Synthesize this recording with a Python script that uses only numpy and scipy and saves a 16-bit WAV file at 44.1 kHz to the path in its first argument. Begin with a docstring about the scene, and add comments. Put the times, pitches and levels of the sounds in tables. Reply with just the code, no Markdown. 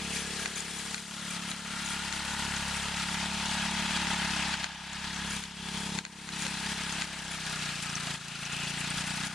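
"""A lawn, crossed by a walk-behind tractor with a small single-cylinder petrol engine and a hand-held camera behind.
Each firing gives a low thump (orders of the firing rate), muffler knocks (struck resonances) and puffs of noise.
Valve gear clatters, panels sing along, loose sheet metal rattles and jingles; the note sags under load.
The engine level drops abruptly at times and climbs back; dry ticks run through the camera casing."""
import sys
import numpy as np
from scipy import signal
from scipy.fft import rfft, irfft
from scipy.io import wavfile
from scipy.ndimage import uniform_filter1d

SR = 44100
rng = np.random.default_rng(int(sys.argv[2]) if len(sys.argv) > 2 else 0)


def log_audio(samples):
    """Write samples as a 16-bit WAV file to the path given in sys.argv[1]."""
    # one column per channel
    frames = np.atleast_2d(samples).T
    # limit to full scale, then quantise
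    limited = np.clip(frames, -1, 1)
    pcm = np.round(limited * 32767).astype(np.int16)
    wavfile.write(sys.argv[1], SR, pcm)


N = 411894
TIME_S = np.arange(N) / SR
TAIL_S = np.arange(SR // 10) / SR  # time axis of one short ring


def gain_of(db):
    """Amplitude factor of a level in dB."""
    return 10 ** (np.asarray(db) / 20)


def evened(x):
    """Scales to rms 1."""
    return x / np.sqrt(np.mean(abs(x) ** 2) + 1e-20)


def read(points, hz):
    """Reads a spectrum table on a log-frequency axis."""
    point_hz, value = np.transpose(points)
    return np.interp(np.log(hz + 1), np.log(point_hz + 1), value)


def curves(rows):
    """Every column of a time table, one value a sample."""
    s, *columns = np.transpose(rows)
    return [np.interp(TIME_S, s, column) for column in columns]


def wander(per_s):
    """Random curve: straight lines between normal draws, per_s draws a second."""
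    s = np.arange(0, N / SR + 1, 1 / per_s)
    return np.interp(TIME_S, s, rng.standard_normal(len(s)))


def add(mix, s, sound):
    """Mixes a sound in at a time."""
    part = mix[round(s * SR):][:len(sound)]
    part += sound[:len(part)]


def ring(x, hz, db, t60_s):
    """Input samples excite one exponentially decaying mode."""
    mode = gain_of(db - 60 * TAIL_S / t60_s) * np.sin(2 * np.pi * hz * TAIL_S)
    return signal.oaconvolve(x, mode)[:N]


def resonate(x, hz, width_hz):
    """Moving resonance of gain 1: shifts the curve hz down to zero, smooths, and shifts back."""
    turn = np.exp(2j * np.pi * np.cumsum(hz) / SR)
    r = np.exp(-np.pi * width_hz / SR)
    return 2 * (turn * signal.lfilter([1 - r], [1, -r], x / turn)).real


def bump(hz, centre_hz, octaves):
    """Bell on a log-frequency axis; octaves is its standard deviation."""
    return np.exp(-.5 * (np.log2((hz + 1) / centre_hz) / octaves) ** 2)


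def crank():
    """Firing cycles elapsed: the integral of the firing rate."""
    # engine speed: (time [s], firing rate [1/s])
    firing_rate = [(0.0, 34.9), (0.795, 34.73), (1.192, 35.31), (2.782, 34.6), (3.18, 34.88),
                   (3.974, 35.88), (4.372, 33.85), (4.968, 33.84), (5.167, 34.29), (6.359, 33.94),
                   (6.558, 33.38), (6.757, 34.21), (7.154, 33.64), (7.551, 31.58), (7.75, 29.49),
                   (7.949, 28.49), (8.346, 27.9), (9.34, 31.46)]
    first_firing = .735  # share of a cycle
    return np.cumsum(curves(firing_rate)[0]) / SR + 2 - first_firing


def load_of(turns):
    """Load: how far the engine is dragged below its free speed, in firings per second."""
    free_per_s = 35
    return np.clip(free_per_s - np.gradient(turns) * SR, 0, None)


def between_orders(turns, thump_db, upper_db, offset_db, upper_share, db_per_load, sway_db):
    """Level between thump and upper orders, moved by load and a slow sway."""
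    db = thump_db + offset_db + upper_share * (upper_db - thump_db)
    return db + db_per_load * load_of(turns) + sway_db * wander(2.66)


def exhaust(turns, groups_db):
    """Orders locked to the crank; pipe resonance makes the orders just above it lag."""
    # exhaust orders: (multiple of the firing rate, level within its group [dB])
    order_levels = [(1, -11.5), (2, -0.5), (3, -12), (4, -7), (5, 2), (6, 1.5), (7, -5.5), (8, -22),
                    (9, -9.5), (10, -20), (11, -19), (12, -19.5), (13, -17.5), (14, -21), (15, -31),
                    (16, -23), (17, -29.5), (18, -61), (19, -22.5)]
    # orders that swell and fade together: thump, crank hum, low, middle, upper (multiples of the firing rate)
    order_groups = [(5, 6), (1, 2), (3, 4), (7, 8, 9, 10), (11, 12, 13, 14, 15, 16, 17, 18, 19)]
    out, order_db = np.zeros(N), dict(order_levels)
    shake = .003 * wander(30)  # cycles: firings slightly early or late
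    for group, group_db in zip(order_groups, groups_db):
        total = np.sqrt(sum(gain_of(order_db[k]) ** 2 for k in group))
        for k in group:
            lag = .05 + .02 * (k in (2, 6)) - .1 * (k in (1, 4)) + .13 * (k in (7, 8)) - .08 * (k == 9)  # turns
            # phases shift with the path over the ground, the upper orders most
            lag = lag + (.025 + .15 * (k > 9)) * wander(3)
            # upper orders fade and break up
            depth_db = .22 * min(k, 7) + .45 * max(min(k, 11) - 7, 0)
            unsteady_db = depth_db * np.clip(wander(6), -2, 1)
            # slowing brings order 8 down into the pipe resonance
            unsteady_db += 2.2 * (k == 8) * load_of(turns)
            gain = gain_of(order_db[k] + group_db + unsteady_db) / total
            out += gain * np.cos(2 * np.pi * (k * (turns + shake) - lag))
    return np.sqrt(2) * out * gain_of(0.08 * wander(35))  # strong and weak firings


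def blows(turns, table, scatter_s, uneven_db, tilt_db=np.zeros(N)):
    """Blows at fixed crank angles, uneven in size and timing, each ringing its resonance."""
    out, pivot_hz = np.zeros(N), 830
    for share, hz, width, db in table:
        at = np.flatnonzero(np.diff(np.floor(turns - share)))
        late, size = rng.standard_normal((2, len(at)))
        at_late = np.clip(at + np.round(scatter_s * SR * late).astype(int), 0, N - 1)
        clicks = np.zeros(N)
        clicks[at_late] = gain_of(db + uneven_db * size + tilt_db[at] * np.log2(hz / pivot_hz))
        t60_s = 4.7 / width
        out += ring(ring(clicks, hz, 0, t60_s), hz, 0, t60_s) * width ** 1.8  # rung twice: a soft onset
    return evened(out)


def muffler(turns, knock_db, tilt_db):
    """Muffler knocks: resonances struck around each firing, tilted in colour."""
    # knocks: (share of a cycle after firing, frequency [Hz], damping as nominal width [Hz], strength [dB])
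    knocks = [(.18, 895, 190, 0), (.2, 805, 170, -6), (-.18, 670, 160, -10.5), (-.18, 980, 260, -3.5)]
    return gain_of(knock_db) * blows(turns, knocks, .00006, 2.0, tilt_db)


def clatter(turns, cowling_db):
    """Valve gear and piston blows spread over the cycle."""
    # clatter: (share of a cycle after firing, frequency [Hz], damping as nominal width [Hz], strength [dB])
    clatter_blows = [(-.11, 1406, 230, 2.5), (.26, 1256, 207, 3), (.1, 1900, 480, -1), (.2, 2770, 1400, -5),
                     (-.2, 2500, 890, -8.5), (0.29, 3150, 1400, -3.5), (-.24, 3940, 1600, -4.5),
                     (0, 3130, 2400, -1.5), (.33, 4500, 3000, -6.5), (-.3, 1730, 1050, -5.5),
                     (.48, 3000, 1500, -5), (.42, 2110, 1540, -2), (-.38, 3720, 1700, -5.5),
                     (.12, 3400, 97, -10), (.35, 2750, 200, -2)]
    return gain_of(cowling_db - 5) * blows(turns, clatter_blows, .00006, 2.1)


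def plate(turns, plate_db):
    """A plate struck once each cycle."""
    # plate: (share of a cycle after firing, frequency [Hz], damping as nominal width [Hz], strength [dB])
    plate_blow = [(.05, 1655, 90, 0)]
    return gain_of(plate_db) * blows(turns, plate_blow, .00004, 1.5)


def hiss(turns, cowling_db, cowling_hz, treble_db):
    """Exhaust, fan and gear noise in short spectra, puffing at crank angles, patchy and flickering."""
    # puffs: (share of a cycle after firing, centre [Hz], spread [octaves], spread [share of a cycle],
    #         nominal rise [dB])
    hiss_puffs = [(-0.039, 7900, 0.96, 0.03, 3.5), (0.13, 4100, 1, 0.089, 2), (0.12, 800, 0.66, 0.079, 2),
                  (-0.18, 6000, 0.55, 0.058, 0.5)]
    # hiss colour: (frequency [Hz], relative density [dB])
    hiss_colour = [(20, -26), (60, -17), (250, -12), (507, -15.5), (750, -6.5), (1120, -6.5), (1500, -4.5),
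                   (2100, -2.5), (3000, -4), (4000, -3), (5500, -6.5), (9240, -10), (10500, -15),
                   (11600, -23), (13900, -41)]
    hop = 32
    frames, hz = N // hop + 5, np.fft.rfftfreq(4 * hop, 1 / SR)[:, None]
    at = np.minimum(np.arange(frames) * hop, N - 1)
    load = load_of(turns)
    a, b, patches = rng.standard_normal((frames, len(hz), 3)).T
    patches = uniform_filter1d(patches, size=4, axis=0)
    db = evened(uniform_filter1d(patches, size=40, axis=1))
    db = db + 0.57 * wander(120)[at] + 0.25 * wander(16)[at]
    for share, centre_hz, octaves, length, puff_db in hiss_puffs:
        phase = turns[at] - share + .5
        strength = np.clip(1 + .35 * rng.standard_normal(400), 0, 1.6)[np.floor(phase).astype(int)]
        when = np.exp(-.5 * ((phase % 1 - .5) / length) ** 2) * strength
        when = when * (1 + 0.12 * load[at])  # harder puffs under load
        db = db + puff_db * when * bump(hz, centre_hz, octaves)
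    # the ring of the gear housing drifts, sags and hardens with load
    housing_hz = 3080 * (1 + .03 * wander(3.2)) - 55 * load
    db = db + 0.52 * load[at] * bump(hz, 605, 0.15)  # load fills in low down
    db = db + (cowling_db[at] + 3.0) * bump(hz, cowling_hz[at], 0.25)
    db = db + (3.5 + 0.85 * load[at]) * bump(hz, housing_hz[at], 0.038)
    db = db + treble_db[at] / (1 + (6500 / (hz + 1)) ** 4)
    noise = signal.istft((a + 1j * b) * gain_of(db), nperseg=4 * hop, noverlap=3 * hop)[1][:N]
    colour = gain_of(read(hiss_colour, np.fft.rfftfreq(N, 1 / SR)))
    return gain_of(0.86) * evened(irfft(rfft(noise) * colour, N))


def cowling(body, cowling_db, cowling_hz):
    """Adds the narrow cowling ring: two cascaded moving resonances."""
    width_hz = 125  # of each
    rung = resonate(resonate(body, cowling_hz, width_hz), cowling_hz, width_hz)
    return body + gain_of(-5 + 2 * cowling_db) * rung


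def panels(body):
    """Thin panels sing along: fixed resonances, each heard more or less as the tractor turns."""
    # panels: (frequency [Hz], width [Hz])
    panel_modes = [(1655, 95), (2560, 157), (3380, 130)]
    # panels heard: (time [s], low panel [dB], middle panel [dB], high panel [dB])
    panel_levels = [(0, 1, -1, -7), (.6, -3, -18, -6), (1.1, -14, -23, -13), (2.5, -8, -10, -19),
                    (3.6, -16, -4, -9), (4.4, 0, -4, -8), (5.2, -1, -15, -4), (5.8, -8, -17, 2),
                    (6.2, -11, -10, -25), (6.9, -2, -4, -5), (7.5, -3, -10, -23), (8.1, -5, -8, -8),
                    (8.7, -7, -8, -4), (9.34, -3, -2, -12)]
    for (hz, width_hz), db in zip(panel_modes, curves(panel_levels)):
        body = body + gain_of(db) * resonate(body, np.full(N, hz), width_hz)
    return body


def stroke_gain(turns):
    """Strokes differ in strength, more so under load."""
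    size = rng.standard_normal(400)[np.floor(turns + .5).astype(int)]
    stroke_db = size * (.55 + .07 * load_of(turns))
    return gain_of(uniform_filter1d(stroke_db, size=250))


def rattle():
    """Uneven taps ring loose sheet metal: faint steady chatter and bursts over bumps."""
    # bursts: (time [s], length [s], strength [dB])
    bursts = [(0.106, 0.14, 2.5), (0.393, 0.044, 3), (0.55, 0.074, 5.5), (0.746, 0.14, -2),
              (1.282, .09, 2.5), (1.477, 0.046, 2), (1.84, 0.11, 2.5), (5.242, 0.26, -1), (5.696, 0.21, -5),
              (6.373, 0.075, 1), (6.684, 0.034, -9), (7.303, 0.065, 0), (7.815, 0.036, 1), (8.398, .04, -3),
              (8.675, 0.037, 2), (8.788, 0.03, 0), (8.952, 0.051, 0), (9.06, 0.025, 1.5), (9.153, 0.027, 1),
              (9.243, 0.04, 3)]
    # sheet metal modes: (frequency [Hz], level [dB], t60 [s])
    sheet_modes = [(1670, -9, 0.012), (2370, -4, 0.032), (3260, 0, 0.013), (4840, -2, 0.012),
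                   (6070, -1, 0.0075), (6840, 3, 0.0056), (8070, -2, 0.0083), (8800, -4, 0.008),
                   (9300, 0.5, 0.01), (10270, -2.5, 0.022)]
    shaking = gain_of(-19)
    for s, length, db in bursts:
        shaking = shaking + gain_of(db) * np.sin(np.pi * np.clip((TIME_S - s) / length, 0, 1)) ** .5
    tapped = rng.random(N) < 1100 / SR  # 1100 taps a second on average
    taps = gain_of(3 * np.minimum(rng.exponential(1, N), 3)) * tapped
    taps = taps * shaking / np.sqrt(np.mean(taps ** 2) * SR / 150)
    # each tap lands elsewhere: other mode sizes
    return sum(ring(taps * rng.standard_normal(N), *mode) for mode in sheet_modes)


def ground_echo(engine):
    """The echo off the ground cancels one narrow band that slides about."""
    # hollow: (time [s], centre [Hz], depth [0-1])
    hollow_band = [(0, 545, 0.1), (1.0, 550, .8), (1.3, 387, .9), (1.5, 445, 0.5), (1.65, 313, .9),
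                   (1.85, 463, .9), (2.0, 564, 0.8), (2.22, 500, 0.6), (2.27, 320, .95), (2.33, 513, 0.7),
                   (2.55, 560, 0.6), (2.65, 367, 0.9), (2.78, 306, .95), (2.97, 385, 0.7), (3.1, 510, 0.5),
                   (3.7, 463, 0.4), (4.3, 504, 0.9), (5, 533, 0.5), (6.6, 560, 0.7), (7.2, 477, 0),
                   (8.4, 523, 0.3), (9.34, 485, 0.4)]
    hollow_hz, depth = curves(hollow_band)
    return engine - np.clip(depth, 0, 1) * resonate(engine, hollow_hz, width_hz=80)


def casing():
    """Ticks and dull knocks ring the casing straight to both ports; bright ones lift the upper modes."""
    # ticks: (time [s], level [dB], brightness [dB per octave about 2 kHz])
    casing_ticks = [(.2878, -39, -9), (.4583, -14, 0.5), (.4783, -29, 0), (.8838, -34, 0), (0.9444, -17, 3),
                    (.9795, -25, 3), (1.5148, -24, 5), (2.126, -19, 4), (2.1765, -46, -10), (2.698, -25, 2),
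                    (3.145, -23, 0), (3.7068, -42, -8), (4.07, -16, -1), (4.098, -42, -11),
                    (4.54, -17, 1.5), (4.6425, -15, 3.5), (4.6673, -30, -1), (4.9322, -28.5, 1),
                    (5.1705, -42, -13), (5.438, -24, 5), (5.9876, -15, 2.5), (6.051, -21, 3),
                    (6.0634, -30, -2), (6.29, -23, 3), (6.466, -19, 3.5), (6.4903, -32, 0),
                    (7.0204, -15.5, 2), (7.09, -30, -1), (8.0234, -41, -12), (9.1116, -35, -10),
                    (9.1738, -46, -7), (9.2119, -41, -12)]
    # casing modes: (frequency [Hz], level [dB], t60 [s], left share [signed], right share [signed])
    casing_modes = [(790, -13, .024, 1, -.8), (960, -15, .02, 1, -.7), (1350, -15, .014, .8, -.6),
                    (1600, -12, .022, 1, 1), (2050, 1.5, .008, 1, -.05), (2450, -4, .008, .6, 1),
                    (2900, -18, .03, .5, -1), (3050, -4, .0035, 1, 1), (3550, -6, .006, 1, .7),
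                    (4180, -11.5, .017, .7, 1), (6800, -7, .007, 1, .1), (7800, -14, .004, 1, 0)]
    out = np.zeros((2, N))
    contact = (1 - np.exp(-TAIL_S / .00015)) ** 2  # the contact builds up
    for s, db, bright_db in casing_ticks:
        for hz, mode_db, t60_s, left, right in casing_modes:
            start_db = db + mode_db + bright_db * np.log2(hz / 2000)
            mode = gain_of(start_db - 60 * TAIL_S / t60_s) * np.sin(2 * np.pi * hz * TAIL_S) * contact
            add(out[0], s, left * mode)
            add(out[1], s, right * mode)
    return out


def drops_db():
    """Engine level drops: each falls quickly, lingers, and climbs back along a bell."""
    # drops: (time [s], nominal depth [dB], fall constant [s], climb constant [s])
    level_drops = [(.46, 2.5, 0.022, 0.11), (.58, 2.5, 0.028, 0.2), (.945, 10, 0.11, 0.21),
                   (1.51, 4.5, 0.066, 0.16), (4.545, 3, 0.0042, 0.56), (4.645, 7, 0.013, 0.34),
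                   (5.37, 18.5, 0.13, 0.23), (5.988, 14.5, 0.021, 0.34), (6.47, 3.5, 0.021, 0.24),
                   (6.72, 2.5, 0.0096, 0.36), (7.022, 7, 0.025, 0.88), (8.159, 8, 0.011, 0.38),
                   (9.268, 4.5, 0.01, .3)]
    out = np.zeros(N)
    for s, depth_db, fall_s, climb_s in level_drops:
        after_s = np.clip(TIME_S - s, 0, None)
        out -= depth_db * (1 - np.exp(-after_s / fall_s)) * np.exp(-(after_s / climb_s) ** 2.37)
    return out


def near_sounds():
    """Jingles of loose metal are short clusters of decaying tones; blips are single soft tones."""
    # bright jingles: (time [s], relative level [dB], frequency [Hz])
    jingles = [(0.5596, -16, 7000), (0.6035, -17, 6960), (0.7881, -16.5, 6970), (1.5152, -20, 3600),
               (1.8597, -18, 6770), (2.5626, -16, 6500), (2.565, -19, 3870), (3.457, -16, 6800),
               (4.9312, -22, 6860), (5.142, -23, 6800), (5.309, -20, 6880), (5.3872, -27, 7140),
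               (6.4203, -16, 7200), (6.9247, -17, 6320), (7.832, -23, 7400), (7.9533, -14, 6200),
               (8.153, -21, 3100), (8.4516, -20, 6300), (8.5245, -20, 6600), (8.7848, -21, 8110),
               (8.9021, -19, 8360)]
    # soft tones, one hollow and one deep: (time [s], length [s], frequency [Hz], level [dB])
    blips = [(6.432, 0.055, 538, -48), (8.947, 0.066, 60.4, -41)]
    out = np.zeros(N)
    # fainter jingles at random, 1.5 a second: -40 to -36 dB on the same scale, 6.5 to 10 kHz
    faint = rng.random((round(1.5 * N / SR), 3)) * [N / SR, 4, 3500] + [0, -40, 6500]
    for s, db, hz in [*jingles, *faint]:
        ratios = rng.uniform(0.86, 1.16, 3)
        cluster = np.sin(2 * np.pi * hz * TAIL_S)
        cluster = cluster + 0.7 * sum(np.sin(2 * np.pi * hz * r * TAIL_S) for r in ratios)
        onset = 1 - np.exp(-TAIL_S / 0.00088)
        add(out, s, gain_of(db - 10 - 60 * TAIL_S / 0.018) * onset * cluster)
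    for s, length, hz, db in blips:
        swell = np.sin(np.pi * np.clip(TAIL_S / length, 0, 1)) ** 2
        add(out, s, gain_of(db) * swell * np.sin(2 * np.pi * hz * TAIL_S))
    return out


def scene():
    """Engine layers under one level curve, jingles and blips on top, the same in both channels."""
    # engine at the listener, between the drops: (time [s], level [dB])
    engine_level = [(0, -39), (.2, -38.5), (1.4, -41.5), (1.9, -38.5), (2.5, -37.5), (2.9, -37),
                    (3.95, -34), (4.2, -34), (4.5, -32.5), (4.95, -36), (5.12, -37), (5.3, -37.5),
                    (5.9, -39), (6.5, -35), (7.1, -35.5), (7.5, -32), (7.8, -36), (9.34, -38.5)]
    # base levels as the tractor turns: (time [s], exhaust thump [dB], crank hum [dB], upper orders [dB],
    #   muffler knock [dB], cowling ring [dB], treble [dB], cowling [Hz])
    facing = [(0, -3.5, -12, -12, -16, -5, 3, 1560), (.45, -8, -16.5, -13.5, -19, -3, 4, 1580),
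              (.9, -7, -17.5, -16.5, -14.5, -2.5, 7.5, 1520), (1.4, -1.5, -18, -16, -12.5, 1.5, 4.5, 1310),
              (2.1, -9, -13.5, -24.5, -10.5, 0.5, 2.5, 1460), (2.45, -5, -9.5, -18.5, -6, 2.5, 4.5, 1480),
              (2.7, -6, -10, -20.5, -8.5, 0, 3.5, 1420), (2.87, -7, -10.5, -19, -8.5, 1.5, 4, 1270),
              (3.05, -5.5, -13, -25, -8.5, 1.5, 2, 1400), (3.3, -5, -13.5, -24, -7, -1.5, 0, 1480),
              (4.1, -5.5, -14.5, -24, -7.5, 0, -1, 1520), (4.7, -10, -16, -33, -9.5, -4, -6, 1540),
              (5.2, -5.5, -11, -21, -16, -1.5, -1, 1500), (6.0, -1.5, -14.5, -13.5, -11, -4.5, 1.5, 1560),
              (6.3, -5, -16.5, -18, -11.5, -1.5, 2.5, 1550), (7.2, -7.5, -14, -23, -9.5, -1, 1.5, 1550),
              (7.9, -6, -20, -21.5, -18, 0, 2.5, 1280), (8.7, -5.5, -18, -22, -13.5, -0.5, 0.5, 1480),
              (9.34, -4, -16, -22.5, -8.5, 1.5, 2.5, 1470)]
    # colour as the tractor turns: (time [s], muffler knock tilt [dB per octave], plate [dB],
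    #   middle orders added [dB], low orders added [dB])
    turning_colour = [(0, 15, -21, -2, -5.5), (.7, 2, -21, -2, -6), (1.3, 0, -22, -4.5, -4.5),
                      (2, 10, -26, 2, -4.5), (2.6, 9, -19, 1, -1), (3.2, -6, -20, -5, 0),
                      (4, 4, -20.5, 2.5, -6), (4.6, 1, -26, 1.5, 2), (5.2, 35, -18, 0, -0.5),
                      (5.7, 24, -19, -1, -3), (6.3, 8, -22, 0.5, 0), (7, -8, -19, 3.5, -4.5),
                      (7.6, -24, -17, 2.5, 3), (8.1, -22, -20, 1, 6), (8.6, -12, -20, 0.5, 5),
                      (9.34, -21, -18, 4.5, 3.5)]
    turns = crank()
    thump_db, hum_db, upper_db, knock_db, cowling_db, treble_db, cowling_hz = curves(facing)
    tilt_db, plate_db, more_middle_db, more_low_db = curves(turning_colour)
    low_db = more_low_db + between_orders(
        turns, thump_db, upper_db, offset_db=-3, upper_share=0.25, db_per_load=-1.4, sway_db=1.5)
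    middle_db = more_middle_db + between_orders(
        turns, thump_db, upper_db, offset_db=-3, upper_share=0.4, db_per_load=0.18, sway_db=-1)
    upper_db = upper_db + 0.18 * load_of(turns)

    orders = exhaust(turns, [thump_db, hum_db, low_db, middle_db, upper_db])
    knocking = muffler(turns, knock_db, tilt_db)
    body = clatter(turns, cowling_db) + plate(turns, plate_db)
    body = body + hiss(turns, cowling_db, cowling_hz, treble_db)
    body = panels(cowling(body, cowling_db, cowling_hz))
    engine = (orders + knocking + body) * stroke_gain(turns) + rattle()
    engine = ground_echo(engine)
    level = gain_of(curves(engine_level)[0] + drops_db())
    return np.array([level * engine + near_sounds()] * 2)


def record(dry):
    """Two close ports, alike in the bass, unlike and leaning left in the treble; casing ticks; band limit."""
    # part of the right port unlike the left: (frequency [Hz], level [dB])
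    unlike_part = [(30, -16), (60, -18), (110, -13), (200, -23), (360, -19), (500, -10), (750, -13),
                   (1220, -11.5), (2220, -7), (4050, -3), (7390, -1.5), (13500, 0)]
    # balance: (frequency [Hz], left over right [dB])
    port_lean = [(60, 0.2), (200, -.5), (700, -0.6), (1200, 0.5), (2500, 2), (4000, 3.5), (6000, 4.5),
                 (8900, 9.5), (10500, 9.5), (12000, -1.5)]
    # phase: (frequency [Hz], lead of the left port [rad])
    port_lead = [(30, -.5), (65, -.31), (110, -.19), (170, -.13), (310, -.02), (450, .08), (800, .03),
                 (2000, .1), (4310, 0), (8700, -0.7), (12000, -3.0), (13700, -2.5)]
    frame = dict(nperseg=512, noverlap=384)
    hz, _, z = signal.stft(dry, SR, **frame)
    # random phases make an unlike copy of the same spectrum
    phases = np.exp(2j * np.pi * rng.random(z[1].T.shape).T)
    scrambled = signal.istft(z[1] * phases, SR, **frame)[1][:N]
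    other = signal.stft(scrambled * dry[1].std() / scrambled.std(), SR, **frame)[2]
    unlike = np.clip(gain_of(read(unlike_part, hz)), 0, 1)[:, None]
    lean_db = read(port_lean, hz)[:, None]
    left = z[0] * gain_of(lean_db / 4)
    right = np.sqrt(1 - unlike ** 2) * z[1] + unlike * other
    right = right * gain_of(lean_db / 4 - lean_db)
    ports = signal.istft(np.array([left, right]), SR, **frame)[1][:, :N]
    lead_rad = read(port_lead, np.fft.rfftfreq(N, 1 / SR))
    ports[1] = irfft(rfft(ports[1]) * np.exp(-1j * lead_rad), N)
    low_pass = signal.firwin(511, 14100, window=("kaiser", 9), fs=SR)
    return signal.oaconvolve(ports + casing(), low_pass[None], "same")


dry = scene()
out = record(dry)
log_audio(out)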